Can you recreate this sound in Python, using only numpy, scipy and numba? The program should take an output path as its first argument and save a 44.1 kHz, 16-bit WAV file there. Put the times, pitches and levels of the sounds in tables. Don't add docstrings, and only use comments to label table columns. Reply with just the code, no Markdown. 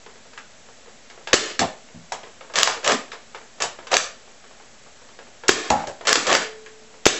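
import sys
import numpy as np
from scipy import signal
from scipy.fft import rfft, irfft
from scipy.io import wavfile
from numba import njit

SR = 44100
rng = np.random.default_rng(int(sys.argv[2]) if len(sys.argv) > 2 else 0)


def persist_wave(psi):
    counts = np.round(np.clip(psi, -1, 1) * 32767).astype(np.int16)
    wavfile.write(sys.argv[1], SR, np.atleast_2d(counts).T)


N = 317079
TIME = np.arange(N) / SR
BAND_HZ = 7800
BRIGHT_RASP_DB_PER_OCTAVE, DULL_RASP_DB_PER_OCTAVE = -2.1, -4.5

# time_s, slam_db, pop_db, pop_pitch_hz, thump_db
FIRINGS = [(1.339, 9.5, 8, 395, -15), (5.4919, 18, 19.5, 388, 16.5), (7.0646, 21.5, 21, 406, 9)]
# frequency_hz, level_db
SHELL_SPECTRUM = [(40, -46), (150, -25.5), (300, -17.5), (450, -5), (600, -1), (900, -6.5), (1200, 2.5),
                  (1500, -3), (1735, 3.5), (2000, -1), (2800, -1), (4500, -2.5), (6300, -2.5), (7600, -2.5)]


def amp(db):
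    return 10 ** (np.asarray(db) / 20)


def unit(x):
    return x / np.sqrt(np.sum(x ** 2))


def add(track, start_s, x):
    i = int(start_s * SR)
    track[i:i + len(x)] += x[:max(N - i, 0)]


def through(x, response):
    return signal.fftconvolve(x, response)[:len(x)]


def colour(x, spectrum, tilt=0, size=4096):
    hz, db = np.transpose(spectrum)
    bin_hz = np.maximum(np.arange(size // 2 + 1) * SR / size, 1)
    db = np.interp(np.log(bin_hz), np.log(hz), db) + tilt * np.log2(np.maximum(bin_hz, 300))
    db -= np.clip((bin_hz - BAND_HZ) / 30, 0, 60)
    cepstrum = irfft(np.log(amp(db)))
    cepstrum[1:size // 2] *= 2
    cepstrum[size // 2 + 1:] = 0
    response = irfft(np.exp(rfft(cepstrum)))
    return signal.fftconvolve(x, unit(response))


def fade(t60_s, length_s):
    return 1000 ** (-TIME[:int(length_s * SR)] / t60_s)


def ring(modes, length_s):
    t = TIME[:int(length_s * SR)]
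    return sum((-1) ** k * amp(db) * fade(t60_s, length_s) * np.sin(2 * np.pi * hz * t)
               for k, (hz, db, t60_s) in enumerate(modes))


def crack(t60_s, spectrum, tilt=0, rise_s=0.00034):
    envelope = fade(t60_s, 0.1)
    envelope *= 1 - np.exp(-TIME[:len(envelope)] / rise_s)
    burst = colour(envelope * rng.standard_normal(len(envelope)), spectrum, tilt)
    return unit(burst) * np.sqrt(np.sum(envelope ** 2))


def body(hz, bass_db):
    return [(40, bass_db - 12), (hz / 2, bass_db), (hz, 0), (2 * hz, -14), (7000, -40)]


def thud(hz, t60_s, bass_db):
    return crack(t60_s, body(hz, bass_db), rise_s=0.00024)


def scrape(length_s, spectrum, tilt, swell_db, slips_per_s=1400, scatter_db=4, rub=0.33):
    n = int(length_s * SR)
    slips = (rng.random(n) < slips_per_s / SR) * amp(scatter_db * rng.standard_normal(n))
    roughness = rub + through(slips, fade(0.019, 0.02))
    rasp = roughness * rng.standard_normal(n) * amp(np.linspace(0, swell_db, n))
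    return np.sqrt(n) * colour(unit(rasp), spectrum, tilt)


def hiss(level_db=-49.5):
    # frequency_hz, level_db
    hiss_spectrum = [(25, -11.5), (60, -11), (125, -12), (170, -12), (240, -4.5), (310, -14.5),
                     (400, -10.5), (610, -7.5), (1000, -14), (1700, -13), (3000, -15.5), (5000, -17),
                     (7800, -14.5)]
    return amp(level_db) * colour(rng.standard_normal(N), hiss_spectrum)[:N]


def grip_shifts(per_s=4.1, level_db=-40.5, spread_db=1.5, tilt=-1):
    slots = rng.random((int(per_s * N / SR), 2))
    return [((k + when) / per_s, level_db + spread_db * (2 * size - 1), tilt)
            for k, (when, size) in enumerate(slots)]


def handling(shifts, t60_s=0.035, rise_s=0.0015, rebound_s=0.036):
    # time_s, level_db, tilt_db_per_octave
    knocks = [(0.061, -32.5, 0.5), (0.333, -38, 3), (0.858, -39, -1.5), (1.099, -35, 5.5),
              (1.175, -35, -2.5), (1.272, -20.5, 4), (2.232, -29.5, 0), (2.408, -30, 0), (2.498, -32.5, -2),
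              (2.764, -27.5, -3), (3.117, -25, 5), (3.130, -29, 0.5), (3.346, -25.5, 2), (3.787, -29, -0.5),
              (3.869, -27.5, 4), (4.439, -39, 1), (4.598, -38.5, -1.5), (5.086, -40, 3),
              (5.188, -31.5, -0.5), (5.435, -27, 0.5), (6.009, -27, 0)]
    # frequency_hz, level_db
    soft_spectrum = [(60, -25), (250, -17.5), (450, 4.5), (650, 0), (1300, -1.5), (1800, -4.5), (3000, -10),
                     (7800, -27.5)]
    out = np.zeros(N)
    for time_s, db, tilt in list(knocks) + shifts:
        add(out, time_s, amp(db + 1) * crack(t60_s, soft_spectrum, tilt, rise_s))
        add(out, time_s + rebound_s, amp(db - 10) * crack(t60_s, soft_spectrum, 0, rise_s))
    return out


def hallway(early_db=8, early_s=0.01, build_s=0.005):
    # frequency_hz, t60_s, level_db
    bands = [(100, 0.26, 19.5), (430, 0.36, 7), (975, 0.33, 5), (2740, 0.34, 4.5), (7500, 0.28, 6.5)]
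    hz, t60_s, db = np.transpose(bands)
    t, tail = TIME[:SR], np.zeros(SR)
    noise = rfft(rng.standard_normal(SR))
    band_position = np.interp(np.log(np.arange(len(noise)) + 1), np.log(hz), np.arange(len(hz)))
    for k in range(len(hz)):
        weight = np.maximum(1 - abs(band_position - k), 0)
        tail += amp(db[k]) * fade(t60_s[k], 1) * irfft(noise * weight, SR)
    build_up = (1 - np.exp(-t / build_s)) ** 2
    early_boost = 1 + amp(early_db) * np.exp(-t / early_s)
    return unit(tail * build_up * early_boost)


def end_stop(clack_db, thump_db, thump_hz):
    clack = amp(clack_db) * crack(0.021, SHELL_SPECTRUM, tilt=-1.5, rise_s=0.0014)
    return clack + amp(thump_db) * thud(thump_hz, t60_s=0.028, bass_db=-26)


def slide_taps():
    # time_s, clack_db, thump_db, thump_hz
    taps = [(0.376, -29, -28.5, 1400), (2.120, -15, -18.5, 646), (6.661, -36, -34, 1720)]
    out = np.zeros(N)
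    for time_s, clack_db, thump_db, thump_hz in taps:
        add(out, time_s, end_stop(clack_db, thump_db, thump_hz))
    return out


def plunger(rush_s=0.012, slam_lag_s=0.000988):
    # time_s, level_db, tilt_db_per_octave, t60_s
    catches = [(1.3303, 2, -2, 0.051), (5.4815, -3.5, 4.5, 0.022), (7.0548, -1, 2, 0.019)]
    out = np.zeros(N)
    for time_s, db, tilt, t60_s in catches:
        add(out, time_s, amp(db) * crack(t60_s, SHELL_SPECTRUM, tilt, rise_s=0.0012))
    for time_s, slam_db, _, _, thump_db in FIRINGS:
        add(out, time_s - rush_s, amp(-25) * scrape(rush_s, SHELL_SPECTRUM, tilt=-7, swell_db=6))
        add(out, time_s + slam_lag_s, amp(slam_db) * crack(0.052, SHELL_SPECTRUM, rise_s=0.00042))
        add(out, time_s, amp(thump_db) * thud(hz=1100, t60_s=0.013, bass_db=-30.5))
    return out


def air_pops(rise_s=0.0013, barrel_db=-9, barrel_t60_s=0.031):
    out, t = np.zeros(N), TIME[:SR // 10]
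    pulse = (t / (2 * rise_s)) ** 2 * np.exp(2 - t / rise_s)
    barrel = amp(barrel_db - 60 * t / barrel_t60_s) * (1 - np.exp(-t / rise_s))
    for time_s, _, pop_db, pitch_hz, _ in FIRINGS:
        add(out, time_s, amp(pop_db) * (pulse + barrel) * np.cos(2 * np.pi * pitch_hz * t))
    return out


def spring(pitch_hz=436):
    # start_s, level_db, t60_s
    excitations = [(1.34, -16, 0.39), (5.495, -7, 0.4), (6.355, -33, 1.62), (7.066, -15, .35)]
    out = np.zeros(N)
    for start_s, db, t60_s in excitations:
        add(out, start_s, ring([(pitch_hz, db, t60_s)], length_s=2))
    return out


def darts():
    # time_s, level_db, slap_db, centre_hz, half_width_octaves
    impacts = [(1.592, -20.5, -9, 380, 0.48), (1.614, -11.5, -43, 703, 0.052),
               (1.944, -39.5, -86, 181, 0.71), (5.702, -3.5, -6, 910, 0.71),
               (5.720, -2.5, -38.5, 760, 0.083), (5.871, -22, -26, 561, 0.12)]
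    # frequency_hz, level_db, t60_s
    door_modes = [(85, 0, .18), (170, 0, .18), (242, 2, .2), (330, -2, .14), (479, -5, .17), (517, -6, .15),
                  (630, 1, .18), (684, -1, .17), (781, -1, .18), (840, -2, .22), (930, -5, .13),
                  (1150, -8, .15)]
    panels, slaps = np.zeros(N), np.zeros(N)
    for time_s, db, slap_db, centre_hz, half_width in impacts:
        excited = []
        for hz, mode_db, t60_s in door_modes:
            detuning = abs(np.log2(hz / centre_hz)) / half_width
            excited.append((hz, mode_db - 12 * np.log1p(detuning), t60_s))
        add(panels, time_s, amp(db) * ring(excited, length_s=1))
        add(slaps, time_s, amp(slap_db) * crack(0.029, SHELL_SPECTRUM))
        add(slaps, time_s, amp(db - 8) * thud(centre_hz, t60_s=0.12, bass_db=-15))
    return panels, slaps


def slide_pulls(slack_s=0.019, swell_db=-5):
    # start_s, stop_s, slack_db, rasp_db, clack_db, thump_db, thump_hz
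    strokes = [(2.556, 2.673, -22.5, -24.5, -1, -9, 1050), (3.621, 3.641, -18, -30.5, -27, -19.5, 620),
               (6.07, 6.155, -23.5, -20, 5.5, -12.5, 296)]
    out = np.zeros(N)
    for start_s, stop_s, slack_db, rasp_db, clack_db, thump_db, thump_hz in strokes:
        slack_click = crack(0.027, SHELL_SPECTRUM, tilt=-2, rise_s=0.0015)
        slack_rub = scrape(slack_s, SHELL_SPECTRUM, DULL_RASP_DB_PER_OCTAVE, swell_db=0)
        breakaway = crack(0.022, SHELL_SPECTRUM, rise_s=0.00062)
        rasp = scrape(stop_s - start_s, SHELL_SPECTRUM, BRIGHT_RASP_DB_PER_OCTAVE, swell_db)
        add(out, start_s - slack_s, amp(slack_db) * slack_click)
        add(out, start_s - slack_s, amp(slack_db - 11) * slack_rub)
        add(out, start_s, amp(-9.5) * breakaway)
        add(out, start_s, amp(rasp_db) * rasp)
        add(out, stop_s, end_stop(clack_db, thump_db, thump_hz))
    return out


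def latches():
    # time_s, level_db
    snaps = [(2.5863, -1.5), (2.6313, 9), (2.876, -3), (3.9677, 7), (6.0915, -3), (6.129, 9), (6.328, -1)]
    out = np.zeros(N)
    for time_s, db in snaps:
        add(out, time_s, amp(db) * crack(0.01, SHELL_SPECTRUM, tilt=0.5))
    return out


def slide_pushes(creep_s=0.016, swell_db=8.5, boom_hz=570):
    # start_s, stop_s, rasp_db, boom_db, clack_db, thump_db, thump_hz
    strokes = [(2.843, 2.919, -21, -29.5, -5, -19, 257), (3.915, 3.940, -23, -19, 0.5, -18, 575),
               (6.267, 6.35, -18, -29, 6, -21.5, 298)]
    out = np.zeros(N)
    for start_s, stop_s, rasp_db, boom_db, clack_db, thump_db, thump_hz in strokes:
        creep = scrape(creep_s, SHELL_SPECTRUM, DULL_RASP_DB_PER_OCTAVE, swell_db)
        breakaway = crack(0.035, SHELL_SPECTRUM, rise_s=0.0023)
        rasp = scrape(stop_s - start_s, SHELL_SPECTRUM, DULL_RASP_DB_PER_OCTAVE, swell_db)
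        boom = scrape(stop_s - start_s, body(boom_hz, bass_db=-30), 0, swell_db)
        add(out, start_s - creep_s, amp(rasp_db - 14) * creep)
        add(out, start_s, amp(-13) * breakaway)
        add(out, start_s, amp(rasp_db) * rasp + amp(boom_db) * boom)
        add(out, stop_s, end_stop(clack_db, thump_db, thump_hz))
    return out


def scene():
    shifts, reflections = grip_shifts(), np.zeros(N)
    for _ in range(3):
        shell = plunger() + slide_pulls() + slide_pushes() + slide_taps() + handling(shifts)
        snaps = latches()
        panels, slaps = darts()
        reflections += through(amp(-5) * shell + amp(-8) * snaps + amp(-4) * slaps, hallway())
    air = air_pops()
    reflections += through(amp(-12) * air + amp(-8) * panels, hallway())
    direct = shell + snaps + air + spring() + panels + slaps
    return (direct + reflections + hiss())[None]


@njit
def follow(x, attack, release):
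    out, level = np.empty(len(x)), 0.
    for i in range(len(x)):
        rate = attack if abs(x[i]) > level else release
        level += (abs(x[i]) - level) * rate
        out[i] = level
    return out


def record(dry, limit_db=-12, attack_s=0.0023, release_s=0.062, dc_offset=-0.0033, top_hz=16000):
    envelope = follow(dry[0], 1 / (attack_s * SR), 1 / (release_s * SR))
    ducked = dry / np.maximum(envelope / amp(limit_db), 1)
    band_lowpass = signal.ellip(10, 0.2, 70, BAND_HZ, fs=SR, output="sos")
    top_lowpass = signal.ellip(8, 0.2, 70, top_hz, fs=SR, output="sos")
    narrow = signal.sosfilt(band_lowpass, np.clip(ducked + dc_offset, -1, 1))
    return signal.sosfilt(top_lowpass, np.clip(narrow, -1, 1))


dry = scene()
out = record(dry)
persist_wave(out)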